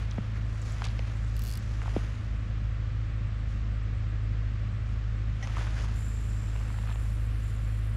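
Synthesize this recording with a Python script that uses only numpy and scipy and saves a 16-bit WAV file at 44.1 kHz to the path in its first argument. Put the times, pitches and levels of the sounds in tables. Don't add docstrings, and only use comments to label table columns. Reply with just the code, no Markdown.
import sys
import numpy as np
from scipy import signal
from scipy.fft import rfft, irfft
from scipy.io import wavfile
from scipy.ndimage import uniform_filter1d

SR = 44100
rng = np.random.default_rng(int(sys.argv[2]) if len(sys.argv) > 2 else 0)


def log_audio(samples):
    frames = np.atleast_2d(samples).T
    limited = np.clip(frames, -1, 1)
    pcm = np.round(limited * 32767).astype(np.int16)
    wavfile.write(sys.argv[1], SR, pcm)


def undo_db(level):
    steps = np.asarray(level, float) / 20
    return 10 ** steps


N = 351036
T = np.arange(N) / SR


def noise():
    return rng.standard_normal(N)


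def level(x, db):
    return x * undo_db(db) / np.sqrt(np.mean(x ** 2))


def curves(table):
    s, *columns = np.transpose(table)
    return [np.interp(T, s, column) for column in columns]


def colour(x, spectrum):
    hz, db = np.transpose(spectrum)
    bins = np.arange(1, len(x) // 2 + 2) * SR / len(x)
    gain_db = np.interp(np.log(bins), np.log(hz), db, -120, -120)
    return irfft(rfft(x) * undo_db(gain_db), len(x))


def band(x, hz, width):
    middle = hz * np.sqrt(1 + (width / hz / 2) ** 2)
    edges = np.clip(middle + np.array([-width, width]) / 2, 20, SR / 2.2)
    return signal.sosfilt(signal.butter(2, edges, "band", fs=SR, output="sos"), x)


def walk(rate):
    hold = int(SR / rate)
    steps = np.repeat(rng.standard_normal(N // hold + 1), hold)
    return 0.95 * uniform_filter1d(uniform_filter1d(steps, hold), hold)[:N]


def grains(rate, scatter_db, smear):
    strength = undo_db(scatter_db * np.minimum(rng.exponential(size=N), 3.5))
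    hits = (rng.random(N) < rate / SR) * strength
    tail = np.exp(-1 / (smear * SR))
    power = signal.lfilter([1], [1, -tail], hits ** 2)
    return noise() * np.sqrt(power + 1.4)


def add(out, s, sound, db):
    i = int(s * SR)
    out[i:i + len(sound)] += sound * undo_db(db) / np.abs(sound).max()


def fall(t, t60):
    return np.exp(-np.log(1000) * t / max(t60, .001))


def ring(modes, detune, spread_db, crack_db, crack_hz, crack_width, rattle):
    t = T[:4000]
    chance = rng.standard_normal((len(modes), 2))
    body = 0
    for (hz, db, t60), (a, b) in zip(modes, chance):
        tone = np.sin(2 * np.pi * hz * (1 + detune * b) * t)
        body = body + undo_db(db + spread_db * a) * tone * fall(t, t60)
    crack = rng.choice([-1, 1], len(t)) * (fall(t, .004) + rattle * fall(t, .06))
    contact = np.minimum(t / .0003, 1)
    return contact * (body + undo_db(crack_db) * band(crack, crack_hz, crack_width))


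def handling():
    # (time [s], peak [dB], start pitch [Hz], end pitch [Hz], t60 [s])
    knocks = [(.1812, -31.5, 1000, 442, 0.016), (0.82, -23, 1900, 600, 0.0053),
              (0.993, -35, 900, 450, 0.015), (1.859, -32.5, 1300, 800, 0.0072),
              (1.8795, -29.5, 950, 700, 0.0063), (1.964, -18, 860, 213, 0.018),
              (1.968, -27, 220, 170, 0.044), (0.183, -24, 240, 174, 0.052)]
    # (time [s], peak [dB], pitch [Hz])
    grip_ticks = [(0.179, -41, 990), (0.183, -36, 1250), (0.829, -38, 1210), (.8495, -36, 1500),
                  (1.9643, -36, 1600), (0.863, -33.5, 840), (1.817, -30.5, 1360), (1.872, -45, 950),
                  (1.835, -37, 900), (5.472, -33, 929), (5.549, -38, 1300), (5.557, -38, 1600),
                  (5.597, -39, 1200), (5.643, -38, 1400), (5.614, -36, 1100), (5.626, -44, 1300),
                  (5.678, -42, 1192), (5.568, -29, 890), (5.572, -36, 890), (5.581, -31, 1090),
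                  (5.61, -32, 930), (5.668, -31.5, 1210), (5.836, -39, 900), (5.842, -33.5, 784),
                  (6.554, -36, 800), (6.56, -38, 850), (6.61, -37, 1010), (6.741, -40.5, 1100),
                  (6.835, -41, 1200), (6.702, -36, 1230), (6.604, -41, 800), (6.716, -44, 1300),
                  (6.785, -33.5, 923), (6.872, -36, 1000), (6.888, -36, 861), (6.895, -34, 1080),
                  (6.913, -36, 1073), (6.956, -37, 1030)]
    # (time [s], peak [dB], pitch [Hz], width / pitch [1], t60 [s])
    bright_ticks = [(.110, -37.5, 5460, 0.3, 0.0094), (0.115, -36, 3600, 0.23, .012),
                    (0.357, -49, 5000, 0.7, 0.018), (0.615, -45, 7240, 0.13, .03),
                    (.615, -51, 11100, 0.46, .012), (.720, -44, 7470, 0.074, 0.023),
                    (0.721, -48, 12000, 0.81, 0.011), (0.8197, -34, 3300, 0.8, 0.0091),
                    (0.9913, -29.5, 2430, 0.38, 0.013), (0.991, -37, 4930, 0.44, .004),
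                    (1.816, -41, 2430, 0.26, .01), (5.4723, -35.5, 2700, 0.47, 0.0098),
                    (5.472, -37, 5400, 0.37, .008), (5.613, -40, 2600, 0.94, .008),
                    (5.842, -39, 4500, 1.4, .008), (6.957, -38, 2470, 0.79, .012),
                    (6.889, -44, 2000, .6, .01), (6.914, -46, 2000, .6, 0.0089),
                    (5.842, -42, 2300, .7, .01), (5.571, -43, 2500, .7, .01),
                    (6.787, -41, 2600, 0.57, .008), (6.561, -38, 2400, 0.48, 0.0082),
                    (.8405, -48, 10200, 0.18, .012), (7.431, -55, 7400, .07, .02),
                    (7.455, -57, 7250, .07, .02), (7.499, -55, 7300, .07, .03),
                    (7.562, -52, 7350, .06, .025), (7.584, -55, 7300, .07, .02),
                    (7.646, -52, 7350, .07, .035)]
    # (time [s], peak [dB], pitch [Hz], rise [s], t60 [s])
    scrapes = [(0.8382, -52, 6500, .002, .02), (0.8396, -30.5, 2600, 0.0014, 0.014),
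               (0.8415, -32.5, 4500, .001, .015), (.8430, -35, 3300, 0.0011, 0.017),
               (0.8495, -36, 2400, 0.0011, 0.013), (.8503, -35, 6200, 0.0012, 0.01),
               (0.8492, -33, 4370, 0.001, 0.02), (0.855, -38, 4500, .001, .012),
               (0.86, -42, 2970, .002, .03), (.8678, -38, 2800, 0.001, 0.011),
               (0.8676, -38, 5600, 0.0011, 0.008), (0.8843, -38.5, 3700, 0.001, 0.018),
               (0.893, -47, 4500, .001, .01)]
    glide_cycles = 1.49
    swell_share, swell_max_s = .09, .0022
    grip_share, grip_t60_s = 0.95, 0.012
    contact_s = 0.0011
    out, t = np.zeros(N), T[:4000]

    for s, db, start_hz, end_hz, t60 in knocks:
        glide_s = glide_cycles / start_hz
        hz = end_hz + (start_hz - end_hz) * np.exp(-t / glide_s)
        swell = 1 - np.exp(-t / min(swell_share * t60, swell_max_s))
        add(out, s, -np.sin(2 * np.pi * np.cumsum(hz) / SR) * fall(t, t60) * swell, db)

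    ticks = [(*tick, grip_share, grip_t60_s) for tick in grip_ticks]
    for s, db, hz, share, t60 in [*ticks, *bright_ticks]:
        burst = rng.standard_normal(len(t)) * fall(t, t60)
        burst[0] = -6.5
        add(out, s + contact_s, band(band(burst, hz, hz * share), hz, hz * 2), db)

    for s, db, hz, rise, t60 in scrapes:
        swell = np.minimum((t / rise) ** 2, fall(np.maximum(t - rise, 0), t60))
        burst = rng.standard_normal(len(t)) * swell
        scrape = band(burst, hz, hz * 0.47)
        scrape = scrape + 0.42 * band(burst, 4500, 600)
        scrape = scrape + .04 * band(burst, hz * 3.1, hz * 0.41)
        add(out, s, band(scrape, 3900, 9000), db)
    return out


def reel():
    # (time [s], level [dB], line tightness 0-1 [1], pawl brightness [dB])
    teeth = [(1.3653, -48, .1, 0), (1.3922, -48, .15, 2), (1.4187, -48, .2, 2), (1.4374, -48, .15, 2),
             (1.4505, -49, .1, -2), (1.4601, -49.5, .3, -2), (1.4685, -49.5, .35, -1),
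             (1.4762, -49, .6, -1), (1.4844, -49.5, .55, 0), (1.4935, -49, .6, -1),
             (1.5025, -48.5, .65, -1), (1.5125, -48, .85, -5), (1.5239, -48, .9, -7),
             (1.5364, -47.5, .85, -7), (1.5534, -48.5, .75, -6), (1.5733, -47.5, .7, -2)]
    # (frequency [Hz], level [dB], t60 [s])
    spool_modes = [(4300, 5, .014), (4700, 4, .018), (5150, 1, .012), (5900, -1, .01), (7300, -2, .016),
                   (8700, 2, .008), (9700, 3, .01)]
    # (frequency [Hz], level [dB], t60 [s])
    pawl_modes = [(2900, 2, .009), (3500, 1, .009), (11350, -14, .04), (11600, -14, .045),
                  (11850, -14, .04), (12100, -16, .035)]
    # (time [s], peak [dB])
    bail_hits = [
        (5.4268, -31),
        (5.4305, -36),
        (5.4345, -34.5),
        (5.4408, -36),
        (5.447, -41),
    ]
    # (frequency [Hz], level [dB], t60 [s])
    wire_modes = [(775, -6, .04), (1950, 0, .055), (2110, -2, .05), (3100, -5, .04), (3350, -9, .035),
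                  (5300, -3, .025), (5850, -6, .035), (6200, -9, .045)]
    tight_pitch, tight_db = .13, 8
    crack_db, top_db, snap_db = 8, 9, 14
    rattle = .09
    out, t = np.zeros(N), T[:4000]
    snap = undo_db(snap_db) * band(1. * (t == t[8]), 6500, 12000)

    for s, db, tight, bright_db in teeth:
        tightened = np.array(spool_modes) * [.93 + tight_pitch * tight, 1, 1]
        tightened = tightened + [0, tight_db * (tight - 1), 0]
        spool = ring(tightened, .02, 1, crack_db, 6000, 8000, rattle)
        pawl = ring(pawl_modes, .004, 1.5, top_db + bright_db, 13300, 4000, rattle)
        i = int((s + .0007) * SR)
        out[i:i + len(t)] += undo_db(db + 3) * (spool + pawl - snap)

    for s, db in bail_hits:
        add(out, s, ring(wire_modes, .012, 1.5, -3, 3500, 5000, .3), db)
    return out


def winding():
    # (time [s], speed as level [dB], roller share [dB], roller pitch [Hz])
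    line_speed = [(5.94, -70, 0, 7250), (5.99, -65.5, 7, 7260), (6.46, -68.5, 6, 7290),
                  (6.65, -67.5, 3, 7440), (6.95, -65, -2, 7230), (7.1, -65, -2, 7300),
                  (7.3, -69.5, -7, 7420), (7.45, -67, -2, 7270), (7.58, -68, -2, 7210),
                  (7.7, -68, 0.5, 7300), (7.8, -68, -4, 7300), (7.96, -68, -2, 7300)]
    # (distance above its pitch [Hz], width [Hz], level [dB])
    roller_tones = [(0, 410, 2), (299, 350, -2.5)]
    # (frequency [Hz], level per Hz [dB])
    ring_hiss = [(6500, -30), (8000, -5), (9700, -1), (11200, -7), (12850, -10), (13050, -5), (13250, -11),
                 (14500, -14), (15500, -22), (15900, -40)]
    slack_from_s, slack_db = 7, 4.5
    chatter = grains(560, 1.7, 0.0032)
    speed_db, roller_db, pitch_hz = curves(line_speed)

    roller = 0
    for above_hz, width, db in roller_tones:
        slow = signal.butter(2, width / 2, fs=SR, output="sos")
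        sway = signal.sosfilt(slow, [chatter, np.abs(chatter) * noise()])
        turn = 2 * np.pi * np.cumsum(pitch_hz + above_hz + 40 * walk(8.7)) / SR
        roller = roller + level(sway[0], db) * np.cos(turn) + level(sway[1], db) * np.sin(turn)

    hiss = colour(chatter + 0.58 * noise(), ring_hiss) * undo_db(1.1 * walk(24))
    stutter_db = slack_db * np.clip((T - slack_from_s) / 0.29, .2, 1) * walk(22)
    running = np.clip((T - line_speed[0][0]) / .03 + 1, 0, 1)
    line = undo_db(roller_db + stutter_db) * level(roller, 0) + level(hiss, 0)
    return running * undo_db(speed_db) * line


def rod():
    # (peak time [s], half length [s], level [dB], pitch [Hz], width [Hz])
    swings = [
        (5.77, 0.022, -49, 1560, 560),
        (0.361, 0.013, -48, 1600, 750),
    ]
    out = np.zeros(N)
    for s, half, db, hz, width in swings:
        out += level(band(noise(), hz, width), db) * np.exp(-((T - s) / half) ** 2)
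    return out


def sleeves():
    # (peak time [s], rise [s], fall [s], level [dB], brightness [dB])
    moves = [(0, 0.064, 0.047, -46, -10), (.12, 0.054, 0.43, -55, -12), (.365, .012, 0.027, -53.5, -6),
             (.68, 0.14, 0.17, -52.5, 7.5), (.85, 0.17, 0.067, -48, -12), (1.08, 0.32, 0.14, -52, -9.5),
             (1.45, 0.25, 0.43, -60.5, 19), (1.97, 0.23, 0.2, -48, -7), (2.15, .1, 0.22, -72, -1),
             (3.51, 0.029, 0.063, -60, 11), (4.93, .06, 0.036, -57.5, -6), (5.45, 0.046, 0.14, -49.5, -10),
             (5.59, 0.095, 0.18, -45, -4), (5.79, 0.071, 0.092, -47.5, -2), (5.83, .025, 0.039, -54, 13),
             (5.95, 0.14, 0.089, -52.5, -13), (6.3, 1, 0.32, -64, 13), (6.6, 0.25, 0.25, -54, -2),
             (6.88, 0.26, 0.066, -56, -4), (7.05, 0.14, .3, -63, 10), (7.5, 0.18, 0.19, -61, 2)]
    # (frequency [Hz], level per Hz [dB])
    fine_spectrum = [(6500, -17.5), (7800, 22), (10000, -9.5), (12500, -10.5), (14500, -16), (15600, -40.5)]
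    cloth = grains(1100, 2.6, 0.002)
    rub = level(band(cloth, 990, 2500), 0)
    swish = level(band(band(cloth, 3440, 5000), 4670, 10200), -9.5)
    fine = level(colour(cloth, fine_spectrum), -19.5)

    swells = []
    for s, rise, decay, db, _ in moves:
        shape = np.exp(-2 * np.abs(T - s) / np.where(T < s, rise, decay))
        swells.append(shape * undo_db(2 * db))

    def gain(slope):
        return np.sqrt(sum(power * undo_db(2 * slope * move[-1]) for power, move in zip(swells, moves)))

    return gain(0) * rub + gain(0.72) * swish + gain(0.82) * fine


def crackle():
    # (peak time [s], half length [s], level [dB])
    creases = [
        (5.6, .07, -53),
        (5.68, .03, -55),
        (5.8, .06, -56),
        (6.9, .04, -54),
        (1.86, .05, -62),
        (.856, .02, -50),
    ]

    def snaps():
        return (rng.random(N) < 700 / SR) * rng.standard_normal(N)

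    cloth = level(band(snaps(), 1110, 820), 0) + level(band(snaps(), 2630, 1730), 0)
    power = sum(undo_db(2 * db) * np.exp(-2 * ((T - s) / half) ** 2) for s, half, db in creases)
    return cloth * np.sqrt(power)


def engine():
    # (time [s], firing rate [Hz], first line [dB], second line [dB])
    idle = [(0, 53.9, -32, -34.5), (.7, 53.58, -30.5, -35), (1.25, 54.08, -30.5, -34),
            (1.95, 53.17, -31, -36), (2.2, 53.24, -31, -37.5), (2.55, 53.28, -31, -35),
            (3.02, 53.78, -31, -34), (3.55, 52.85, -31, -34.5), (4.25, 52.56, -31, -32.5),
            (5.0, 53.1, -30.5, -34), (5.5, 52.86, -31, -34.5), (6.25, 53.1, -30.5, -35),
            (6.8, 52.96, -30.5, -34), (7.25, 53.17, -29, -33.5), (7.96, 53.05, -31, -33)]
    # (time [s], depth [dB], half width [s])
    sags = [(.24, -9.5, 0.08), (.68, -5, 0.2), (1.10, -6, 0.053), (1.60, -4, 0.086), (1.87, -1.5, 0.024),
            (2.191, -9, 0.084), (2.47, -2.5, 0.071), (3.05, -1.5, 0.13), (3.33, -3, 0.07),
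            (3.72, -0.5, 0.15), (4.03, -2, 0.085), (4.5, 0, 0.13), (4.75, -3.5, 0.14), (5.38, -4.5, 0.067),
            (6.079, -2, 0.1), (6.45, -2, 0.084), (6.79, -3.5, 0.075), (7.48, -3, 0.14)]
    # (multiple of firing rate [1], level [dB])
    uneven = [(0.745, -56.5), (1.253, -56), (1.502, -45.5), (1.749, -50.5), (2.248, -54), (2.499, -55),
              (2.999, -67.5)]
    sag_share, hunt_hz = 0.027, 0.15
    hz, first_db, second_db = curves(idle)
    sag_db = sum(db * np.exp(-((T - s) / width) ** 2) for s, db, width in sags)
    turn = 2 * np.pi * np.cumsum(hz + hunt_hz * walk(6)) / SR - 2.2

    out = undo_db(first_db + sag_db + 0.78 * walk(24)) * np.sin(turn)
    second_turn = 2 * turn + .35 + 0.2 * walk(1.5)
    out += undo_db(second_db + sag_share * sag_db + 0.78 * walk(15)) * np.sin(second_turn)
    for k, db in uneven:
        weak_turn = k * turn + 1.27 * walk(5) + 2 * np.pi * rng.random()
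        out += undo_db(db + 3.6 * walk(5.4)) * np.sin(weak_turn)
    return np.sqrt(2) * out


def roads():
    # (frequency [Hz], level per Hz [dB])
    hiss_spectrum = [(82, -24.5), (140, -9.5), (176, 0), (238, -3), (267, -10), (305, -6.5), (348, -15.5),
                     (528, -14), (626, -15.5), (950, -24), (1130, -17), (1570, -19), (1780, -18),
                     (2600, -21.5), (5600, -34.5), (7500, -39.5), (13000, -86.5)]
    # (frequency [Hz], level per Hz [dB])
    rumble_spectrum = [(6, -24.5), (14, -13), (22, -6.5), (32, -4.5), (55, -0.5), (100, -3), (150, -6.5),
                       (190, -28.5)]
    hiss = colour(noise(), hiss_spectrum)
    drift = 0.19 * undo_db(1.0 * walk(2.3)) * band(hiss, 1300, 1300)
    flicker = .5 * undo_db(10.3 * walk(45)) * band(hiss, 9400, 4000)
    rumble = colour(noise(), rumble_spectrum)
    return level(hiss + drift + flicker, -47) + level(rumble, -42.5)


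def scene():
    angler = handling() + reel() + winding() + rod() + sleeves() + crackle()
    return (angler + engine() + roads())[None]


def low_pass(x):
    return signal.sosfilt(signal.butter(12, 16010, fs=SR, output="sos"), x)


def record(dry):
    top = signal.ellip(10, .3, 70, 15750, fs=SR, output="sos")
    mix = signal.sosfilt(top, dry)
    return low_pass(mix)


dry = scene()
out = record(dry)
log_audio(out)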